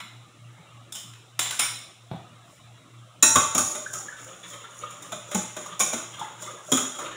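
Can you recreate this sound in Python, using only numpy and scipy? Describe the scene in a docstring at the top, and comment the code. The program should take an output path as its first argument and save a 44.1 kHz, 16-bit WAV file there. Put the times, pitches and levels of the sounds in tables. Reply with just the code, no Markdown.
"""Whisking eggs in a steel bowl

In a hard-walled kitchen a fan hums and hisses (a throbbing tone under filtered noise); plastic spoons clack
on the table and a bottle thuds down (coloured flurries of tiny impacts). A wire whisk then clangs into a
steel bowl (decaying beating modes) and stirs: wires tick and scrape, the bowl knocks on the table,
and the egg squelches (noise and short damped tones) and plops (gliding tones)."""
import sys
import numpy as np
from scipy import signal
from scipy.fft import rfft, irfft, next_fast_len
from scipy.io import wavfile
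from scipy.ndimage import uniform_filter1d, map_coordinates

SR = 44100
rng = np.random.default_rng(int(sys.argv[2]) if len(sys.argv) > 2 else 0)


def store_pcm(level_fs):
    """Save levels as 16-bit WAV."""
    pcm = np.round(np.clip(level_fs, -1, 1) * 32767).astype(np.int16)
    wavfile.write(sys.argv[1], SR, np.atleast_2d(pcm).T)


N = 315756
AGE = np.arange(SR) / SR  # seconds since a blow

# Colour of wire meeting steel. Each row: frequency in Hz, relative density in dB per Hz.
WIRE_CLASH_COLOUR = [(3500, -30.5), (4700, -23), (5300, -13), (5850, -6), (6200, -12), (6800, 4),
                     (7300, -3), (8000, -15), (9400, -8.5), (10500, -15.5), (12500, -30.5), (14000, -24.5),
                     (15200, -18), (16500, -22.5)]
# Colour of the bowl's base on the table. Each row: frequency in Hz, relative density in dB per Hz.
BASE_THUMP_COLOUR = [(40, -45), (90, -24), (150, -13), (190, -4), (250, 2), (300, -4), (350, 0), (430, -13),
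                     (700, -30), (2000, -70)]
# Bright colour of a plastic edge. Each row: frequency in Hz, relative density in dB per Hz.
SPOON_EDGE_COLOUR = [(3800, -15), (4600, -14), (5300, 1), (6100, -7.5), (7200, 4), (8100, -7), (9300, -2),
                     (10500, -9), (12500, -19), (15000, -8.5), (16500, -23)]

# the whisk circles at a steady pace: first pass along the wall (s), time for one turn (s)
FIRST_PASS_S, TURN_S = 3.68, 0.277
# every strike of whisk on bowl: contact time at the wall (s)
CONTACT_S = 0.016


def amp(db):
    """Decibels to gain."""
    return 10 ** (np.asarray(db) / 20)


def unit(x):
    """Scale to rms 1."""
    return x / np.sqrt(np.mean(x ** 2) + 1e-20)


def blow(x):
    """Scale so that the first 30 ms have rms 1."""
    return x / np.sqrt(np.mean(x[:SR * 3 // 100] ** 2) + 1e-20)


def along(points, hz):
    """Read a curve of (Hz, value) points on a log frequency axis."""
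    f, v = np.transpose(points)
    return np.interp(np.log(hz + 1), np.log(f + 1), v)


def curves(rows):
    """One value per sample for each column after the time."""
    s, *cols = np.transpose(rows)
    return [np.interp(np.arange(N) / SR, s, c) for c in cols]


def wobble(rate):
    """A smooth random curve with rate knots a second."""
    knots = rng.standard_normal(int(N * rate / SR) + 4)
    return map_coordinates(knots, [np.arange(N) * rate / SR])


def add(track, s, sound):
    """Mix a sound into the track at time s."""
    start = max(round(s * SR), 0)
    track[start:start + len(sound)] += sound[:max(N - start, 0)]


def coloured(x, points):
    """Causal (minimum-phase) filter with the given spectrum, built by folding its cepstrum."""
    m = 2 * next_fast_len(len(x) // 2 + 4096)
    gain = amp(along(points, np.fft.rfftfreq(m, 1 / SR)))
    cepstrum = irfft(np.log(gain), m)
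    cepstrum[1:m // 2] *= 2
    cepstrum[m // 2 + 1:] = 0
    response = np.exp(rfft(cepstrum))
    return irfft(rfft(x, m) * response, m)[:len(x)]


def in_kitchen(x, wet_db):
    """The direct sound plus a fresh diffuse tail; each frequency dies at its own speed."""
    # Reverberation of the hard-walled room. Each row: frequency in Hz, t60 in seconds.
    room_decay = [(100, 0.4), (250, 0.21), (530, 0.51), (1400, 0.54), (3700, 0.71), (9700, 0.51),
                  (15000, 0.45)]
    hz, t, z = signal.stft(rng.standard_normal(SR * 3 // 4), SR, nperseg=256)
    decay = amp(-60 * t / along(room_decay, hz)[:, None])
    tail = signal.istft(z * decay, SR, nperseg=256)[1]
    tail *= 1 - np.exp(-np.arange(len(tail)) / SR / 0.0038)  # reflections build up over some 4 ms
    tail /= np.linalg.norm(tail)
    return x + amp(wet_db) * signal.fftconvolve(x, tail)[:len(x)]


def contact(length, spiky=.7):
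    """A quick flurry of tiny impacts that swells and dies within about length seconds."""
    u = 3 * AGE / max(length, .001)
    impacts = rng.standard_normal(SR) * np.exp(spiky * rng.standard_normal(SR))
    return impacts * u * np.exp(-u)


def thud(colour, length, wet_db):
    """One dull contact in the room, with the colour of what is struck."""
    return blow(coloured(in_kitchen(contact(length), wet_db), colour))


def at_spot(x, spot_hz, favour_db):
    """The spot that is hit favours the modes around one pitch."""
    return coloured(x, [(spot_hz / 1.092, 0), (spot_hz, favour_db), (spot_hz * 1.16, 0)])


def ring(modes, rise, beat_hz):
    """Decaying modes; each beats at its own random rate, up to beat_hz."""
    hz, db, t60 = np.transpose(modes)[:, :, None]
    size = amp(db + rng.standard_normal(hz.shape))
    beat_cycles = beat_hz * rng.random(hz.shape) * AGE + rng.random(hz.shape)
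    beating = 1 + .5 * np.cos(2 * np.pi * beat_cycles)
    tones = np.sin(2 * np.pi * (hz * AGE + rng.random(hz.shape)))
    waves = tones * np.exp(-np.log(1000) * AGE / t60)
    return np.sum(size * beating * waves, axis=0) * (1 - np.exp(-AGE / rise))


def grains(rate, pitch_hz, spread, cycles, size_db, glide):
    """Random short damped tones of uneven size whose pitch rises as they die."""
    count = int(rate * N / SR)
    t = AGE[:SR // 40]
    hz = pitch_hz * np.exp(spread * np.clip(rng.standard_normal((count, 1)), -2, 2))
    life = t * hz / cycles
    tones = np.sin(2 * np.pi * hz * t * (1 + glide * np.minimum(life, 2)))
    waves = tones * np.exp(-life) * (1 - np.exp(-t * hz))
    waves *= amp(size_db * np.minimum(rng.exponential(size=(count, 1)), 3))
    where = rng.integers(0, N, (count, 1)) + np.arange(len(t))
    return unit(np.bincount(where.ravel(), waves.ravel(), N)[:N])


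def patchy(x, depth_db):
    """Random louder and softer patches, each about 170 Hz wide and 45 ms long, make the sound uneven."""
    z = signal.stft(x, nperseg=1024)[2]
    field = uniform_filter1d(rng.standard_normal(z.shape), size=4, axis=0)
    field = uniform_filter1d(field, size=4, axis=1)
    gain = amp(depth_db * np.clip(unit(field), -2, 2))
    return signal.istft(z * gain, nperseg=1024)[1][:len(x)]


def fan(waver_db=2, air_db=-54, hiss_db=-64.0):
    """A throbbing motor hum under a soft rush of air."""
    # The hum's slow rise and fall. Each row: time in seconds, mean level in dB.
    hum_level = [(0, -54.5), (1.1, -53), (2.4, -60), (3.0, -55), (4.5, -58.5), (7.1, -59)]
    # The low rush of air. Each row: frequency in Hz, relative density in dB per Hz.
    air_colour = [(25, -57), (70, -26), (100, -19.5), (150, -13), (230, -21), (320, -17.5), (420, -26.5),
                  (610, -21), (940, -27), (1270, -17), (1500, -28.5), (2700, -27.5), (3900, -27.5),
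                  (5200, -86)]
    # The high hiss of the air. Each row: frequency in Hz, relative density in dB per Hz.
    hiss_colour = [(3000, -18), (3900, 1), (4350, -8), (4900, -8), (5700, -2), (6300, -4), (7400, 0),
                   (8200, -6), (9700, -5), (11500, -18), (13500, -21), (15200, -13), (16500, -25)]
    # pitch (Hz), throbs per second, time of one crest (s), swing above and below the mean (dB)
    hum_hz, throb_hz, throb_crest_s, swing_db = 117.5, 3.19, 3.0, 5.5
    t = np.arange(N) / SR
    level_db, = curves(hum_level)
    throb_db = swing_db * np.cos(2 * np.pi * throb_hz * (t - throb_crest_s)) + waver_db * wobble(14)
    hum = np.sqrt(2) * np.sin(2 * np.pi * hum_hz * t + 0.5 * wobble(9))
    rush = patchy(rng.standard_normal(N), depth_db=4.5)
    air = unit(coloured(rush, air_colour)) * amp(1.3 * wobble(4.61))
    hiss = unit(coloured(rng.standard_normal(N), hiss_colour))
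    return amp(level_db + throb_db) * hum + amp(air_db) * air + amp(hiss_db) * hiss


def rustle(half=0.085, db=-62):
    """A faint brush of bright noise as the whisk is picked up."""
    pick_up_s = 2.53
    swell = np.exp(-((np.arange(N) / SR - pick_up_s) / half) ** 2)
    brush = unit(coloured(rng.standard_normal(N), SPOON_EDGE_COLOUR))
    return amp(db) * in_kitchen(swell * brush, wet_db=-5)


def bottle():
    """A full bottle is set down with a dull thud and rocks once."""
    # The heavy bottle on the table. Each row: frequency in Hz, relative density in dB per Hz.
    bottle_colour = [(30, -26), (65, -10), (120, 5), (190, -3.5), (270, -8), (470, -16.5), (640, -7),
                     (1000, -14), (2000, -32.5), (3500, -23.5), (4500, -42), (12000, -54)]
    out = np.zeros(N)
    # each row: start in seconds, level in dB, contact time in seconds
    for s, db, length in [(2.113, -32.5, 0.0064), (2.19, -55, 0.009)]:
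        add(out, s, amp(db) * thud(bottle_colour, length, wet_db=3.5))
    return out


def spoons():
    """A bunch of plastic spoons clacks in the hand, then on the table; the room carries the tail."""
    # Plastic clacks. Each row: start in seconds, body level in dB, edge level in dB,
    # contact time in seconds, favoured pitch in Hz, lift of that pitch in dB.
    clacks = [(0.0, -40, -50, 0.014, 2000, 6), (0.922, -43.5, -39, 0.0083, 3480, 22),
              (0.948, -44, -39, 0.018, 2990, 13), (1.135, -54.5, -59, 0.0055, 3600, 1),
              (1.391, -27, -25.5, 0.0067, 7050, 6), (1.452, -35, -50, 0.021, 3460, 9),
              (1.507, -35.5, -33.5, 0.0075, 9700, 7), (1.591, -27, -22.5, 0.016, 9100, 8)]
    # Fuller colour of the plastic body. Each row: frequency in Hz, relative density in dB per Hz.
    body_colour = [(120, -72), (230, -1), (430, -17), (700, -3.5), (900, 1.5), (1270, 6), (1700, 0.5),
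                   (2600, 3.5), (3500, 4), (4000, 5.5), (4600, -26), (6000, -34), (10000, -100)]
    out = np.zeros(N)
    for s, body_db, edge_db, length, spot_hz, favour_db in clacks:
        for colour, db in [(body_colour, body_db), (SPOON_EDGE_COLOUR, edge_db)]:
            # the room's answer builds from many unrelated paths
            tail = in_kitchen(contact(length), wet_db=7)
            clack = blow(contact(length)) + 1.07 * blow(tail)
            clack = at_spot(coloured(clack, colour), spot_hz, favour_db)
            add(out, s, amp(db) * blow(clack))
    return out


def gliding_tones():
    """Brief gliding, quivering tones: the egg plops, and once the bowl's wall rings low under a strike."""
    # Egg plops, and at 5.125 s the bowl wall's low ring. Each row: start in seconds, pitch in Hz,
    # peak of the direct tone in dB, glide in octaves per second over the first 30 ms.
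    glides = [(3.860, 1593, -27, -4), (3.951, 1296, -32, -1.5), (4.083, 1690, -30.5, 7.5),
              (4.123, 1474, -36, 3.5), (4.834, 1167, -26, 5), (5.125, 657, -33, 3),
              (6.212, 878, -24.5, -5.5), (6.685, 584, -33, 7)]
    # time for a tone to swell to its peak (s), share by which its pitch quivers
    swell_s, warble = 0.0052, 0.046
    out = np.zeros(N)
    u = AGE / swell_s
    swell = (u * np.exp(1 - u)) ** 2
    for s, hz, db, glide in glides:
        pitch = hz * 2 ** (glide * np.minimum(AGE, .03)) * (1 + warble * wobble(304)[:SR])
        tone = np.sin(2 * np.pi * np.cumsum(pitch) / SR)
        add(out, s, amp(db) * in_kitchen(tone * swell, wet_db=-3))
    return out


def bowl_rocks(base_s=0.019, table_s=0.014, favour_db=9):
    """Hard strokes tip the bowl: its base thumps down and the table top booms."""
    # Each row: start in seconds, base thump in dB, thump pitch in Hz, table-top boom in dB.
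    rocks = [(3.357, -44, 180, -32), (3.547, -33, 255, -54), (3.583, -42, 250, -41.5),
             (5.345, -27, 185, -46), (5.929, -37.5, 236, -54), (6.717, -24.5, 256, -49)]
    # The booming table top. Each row: frequency in Hz, relative density in dB per Hz.
    table_colour = [(30, -45), (60, -26), (92, -1), (125, 0), (170, -10), (300, -28), (800, -60)]
    out = np.zeros(N)
    for s, base_db, base_hz, table_db in rocks:
        thump = at_spot(thud(BASE_THUMP_COLOUR, base_s, wet_db=0.5), base_hz, favour_db)
        add(out, s, amp(base_db) * blow(thump))
        add(out, s, amp(table_db) * thud(table_colour, table_s, wet_db=2))
    return out


def passes(lag, half):
    """One smooth swell for each turn of the whisk, lag seconds after it meets the wall."""
    crests = np.arange(FIRST_PASS_S, N / SR, TURN_S)[:, None] + lag
    return np.exp(-((np.arange(N) / SR - crests) / half) ** 2).sum(axis=0)


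def catches():
    """Single wires catch on the wall now and then: sparse ticks of uneven size, 2 ms decay."""
    catch_rate = 40  # per second, on average
    hits = (rng.random(N) < catch_rate / SR) * rng.random(N)
    decays = signal.lfilter([1], [1, -np.exp(-1 / (.002 * SR))], hits)
    return unit(decays * rng.standard_normal(N))


def stirring(scrape_db=-57, squelch_db=-53, uneven_db=2):
    """With each turn the wires skid over wet steel in tiny ticks and the egg squelches after them."""
    # How hard the hand stirs. Each row: time in seconds, wire scrape in dB, egg squelch in dB.
    effort = [(3.68, -36.5, -52), (4.23, -50.5, -54.5), (4.51, -45, -50), (4.79, -54, -61),
              (5.07, -59, -52), (5.34, -48, -48.5), (6.17, -59, -48), (6.73, -41, -48), (7.0, -48.5, -38.5)]
    # The wet egg. Each row: frequency in Hz, relative density in dB per Hz.
    egg_colour = [(110, -12), (180, 12), (256, -30), (305, -2), (471, -8.5), (586, -1), (728, -11.5),
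                  (1220, 4.5), (1390, 1.5), (1510, 0), (2570, -3.5), (3510, 3.5), (4600, -20.5),
                  (5980, -77), (10100, -120)]
    # a pass: half length of the scrape, the egg's delay behind it, half length of the squelch (s)
    scrape_s, egg_lag_s, squelch_s = 0.061, 0.045, 0.081
    catch_db = -6  # against the steady ticks
    # a steady bed fades in over the turn before the first pass
    in_egg = np.clip((np.arange(N) / SR - FIRST_PASS_S) / TURN_S + 1, 0, 1)
    wire_db, egg_db = curves(effort)
    scrape = amp(scrape_db) * in_egg
    scrape = scrape + amp(wire_db + uneven_db * wobble(25)) * passes(0, scrape_s)
    squelch = amp(squelch_db) * in_egg + amp(egg_db) * passes(egg_lag_s, squelch_s)
    # about 9000 ticks a second
    ticks = rng.standard_normal(N) * (rng.random(N) < 9000 / SR) * amp(1.5 * wobble(70))
    ticks = unit(ticks) + amp(catch_db) * catches()
    bubbles = grains(rate=300, pitch_hz=814.3, spread=0.598, cycles=6.7, size_db=1.0, glide=0.035)
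    slosh = rng.standard_normal(N) * amp(6.0 * wobble(55))
    # random patches of louder and softer pitch make scrape and squelch uneven
    wires = unit(coloured(patchy(ticks, depth_db=3), WIRE_CLASH_COLOUR))
    egg = unit(coloured(patchy(bubbles + slosh, depth_db=4.5), egg_colour))
    return in_kitchen(scrape * wires + squelch * egg, wet_db=-2)


def snap(length=0.0065, lowest_hz=8500):
    """The first dry snap of wire on steel: a brief bright crack of high-passed impacts."""
    highpass = signal.butter(4, lowest_hz, "high", fs=SR, output="sos")
    return blow(signal.sosfilt(highpass, contact(length)))


def wire_clash(free_db, wire_ring_db=-5):
    """The wires clash on steel with a snap, and their loops sing as beating high modes."""
    # The wire loops' modes. Each row: frequency in Hz, level in dB, t60 in seconds.
    loops = [(5782, 0, .5), (5870, -6, .4), (6548, -1, .6), (6712, -4, .5), (6735, -5, .5), (6889, -1, .6),
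             (7009, -3, .5), (7140, -7, .4), (7219, -7, .5), (7294, -7, .5), (7440, -7, .4), (7540, -4, .5),
             (8436, -9, .35), (8845, -9, .4), (9044, -6, .4), (9607, 0, .35), (9969, -5, .35),
             (14900, -14, .2)]
    wire_contact_s, snap_db = 0.014, -15.5  # the snap's level is against the clash
    clash = in_kitchen(contact(wire_contact_s), wet_db=1)
    clash = blow(coloured(clash, WIRE_CLASH_COLOUR))
    song = blow(in_kitchen(ring(loops, rise=CONTACT_S / 2, beat_hz=45.4), wet_db=-3))
    return blow(clash + amp(snap_db) * snap() + amp(free_db + wire_ring_db) * song)


def wall_clang(free_db, near_rim, spot_hz, rim_ring_db=2):
    """The bowl's wall knocks and its modes ring, weighted by where the blow lands."""
    # The wall's modes. Each row: frequency in Hz, level when struck near the rim in dB,
    # level when struck near the base in dB, t60 in seconds.
    wall_modes = [(350, -10, -12, .35), (430, -25, -13, .35), (619, -9, -3, .4), (791, -14, -5, .4),
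                  (897, -5, -11, .9), (1067, -20, -6, .5), (1125, -20, -5, .4), (1230, -13, -4, .45),
                  (1357, -4, -8, 1.1), (1511, 0, -5, .6), (1640, -18, -11, .4), (1873, -5, -15, .55),
                  (2100, -17, -7, .5), (2450, -22, -8, .4), (2643, -2, -8, .55), (3182, -20, -7, .45),
                  (3370, -12, -13, .45), (3730, -11, -4, .3), (3908, -5, -14, .3)]
    # Colour of the knock on the wall. Each row: frequency in Hz, relative density in dB per Hz.
    knock_colour = [(250, -19.5), (500, 4), (650, 4), (950, -1), (1250, 7), (1750, -6.5), (2300, -5),
                    (2900, -7.5), (3600, 1.5), (4000, -1.5), (4400, -31), (6000, -19), (10000, -100)]
    modes = [(hz, rim if near_rim else base, t60) for hz, rim, base, t60 in wall_modes]
    ring_db = free_db + rim_ring_db if near_rim else free_db
    knock = blow(coloured(in_kitchen(contact(CONTACT_S), wet_db=-2.0), knock_colour))
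    # each blow adds a short clunk of quickly damped modes, each tuned up to 6 % lower at random
    damped = [(hz * rng.uniform(.94, 1), db, .12) for hz, db, t60 in modes]
    clunk = blow(in_kitchen(ring(damped, rise=CONTACT_S / 4, beat_hz=9), wet_db=-3))
    clang = blow(in_kitchen(ring(modes, rise=CONTACT_S / 4, beat_hz=6.7), wet_db=-24))
    return blow(at_spot(knock + .8 * clunk + amp(ring_db) * clang, spot_hz, favour_db=14))


def whisk_strikes():
    """The wires clash and sing, the bowl's wall rings, and its base thumps along."""
    # Whisk meets bowl. Each row: start in seconds, wires in dB, wall in dB, pitch favoured by the spot in Hz.
    strikes = [(3.225, -12, -19.5, 4140), (3.355, -20, -17, 1129), (3.547, -23.5, -30, 880),
               (3.577, -21, -26, 1180), (3.749, -37, -37, 585), (3.932, -34, -44.5, 1340),
               (4.904, -46.5, -48, 1190), (5.021, -46, -51, 3580), (5.119, -39, -35, 626),
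               (5.312, -39, -36.5, 594), (5.345, -27.5, -30, 840), (5.564, -40, -36.5, 602),
               (5.657, -45, -48.5, 544), (5.793, -26.5, -35.5, 786), (5.802, -21.5, -26.5, 2304),
               (5.929, -32.5, -32, 663), (6.192, -44, -43, 3400), (6.419, -40.5, -44.5, 574),
               (6.717, -20.5, -24, 3300), (6.77, -28, -29, 1307), (6.985, -43, -37, 1244)]
    # egg coats the wires: ring when dry (dB), ring when coated (dB), time constant of coating (s)
    dry_ring_db, coated_ring_db, coating_s = -2.5, -14, 0.93
    thump_db = -14.5  # base against the wall's level
    out = np.zeros(N)
    for k, (s, wires_db, wall_db, spot_hz) in enumerate(strikes):
        # dry wires ring freely; the egg damps the later strikes
        dryness = np.exp(-(s - strikes[0][0]) / coating_s)
        free_db = coated_ring_db + (dry_ring_db - coated_ring_db) * dryness
        add(out, s, amp(wires_db) * wire_clash(free_db))
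        # the first blow lands near the rim, the others low in the bowl
        add(out, s, amp(wall_db) * wall_clang(free_db, k == 0, spot_hz))
        add(out, s, amp(wall_db + thump_db) * thud(BASE_THUMP_COLOUR, CONTACT_S, wet_db=6.0))
    return out


def scene():
    """Everything at the table, summed into one channel."""
    background = fan() + rustle() + bottle() + spoons()
    whisking = gliding_tones() + bowl_rocks() + stirring() + whisk_strikes()
    return (background + whisking)[None]


def record(dry):
    """The recorder clips at full scale and cuts steeply above its band limit."""
    top_hz = 15600
    band_limit = signal.cheby1(14, .1, top_hz, fs=SR, output="sos")
    return signal.sosfilt(band_limit, np.clip(dry, -1, 1))


dry = scene()
out = record(dry)
store_pcm(out)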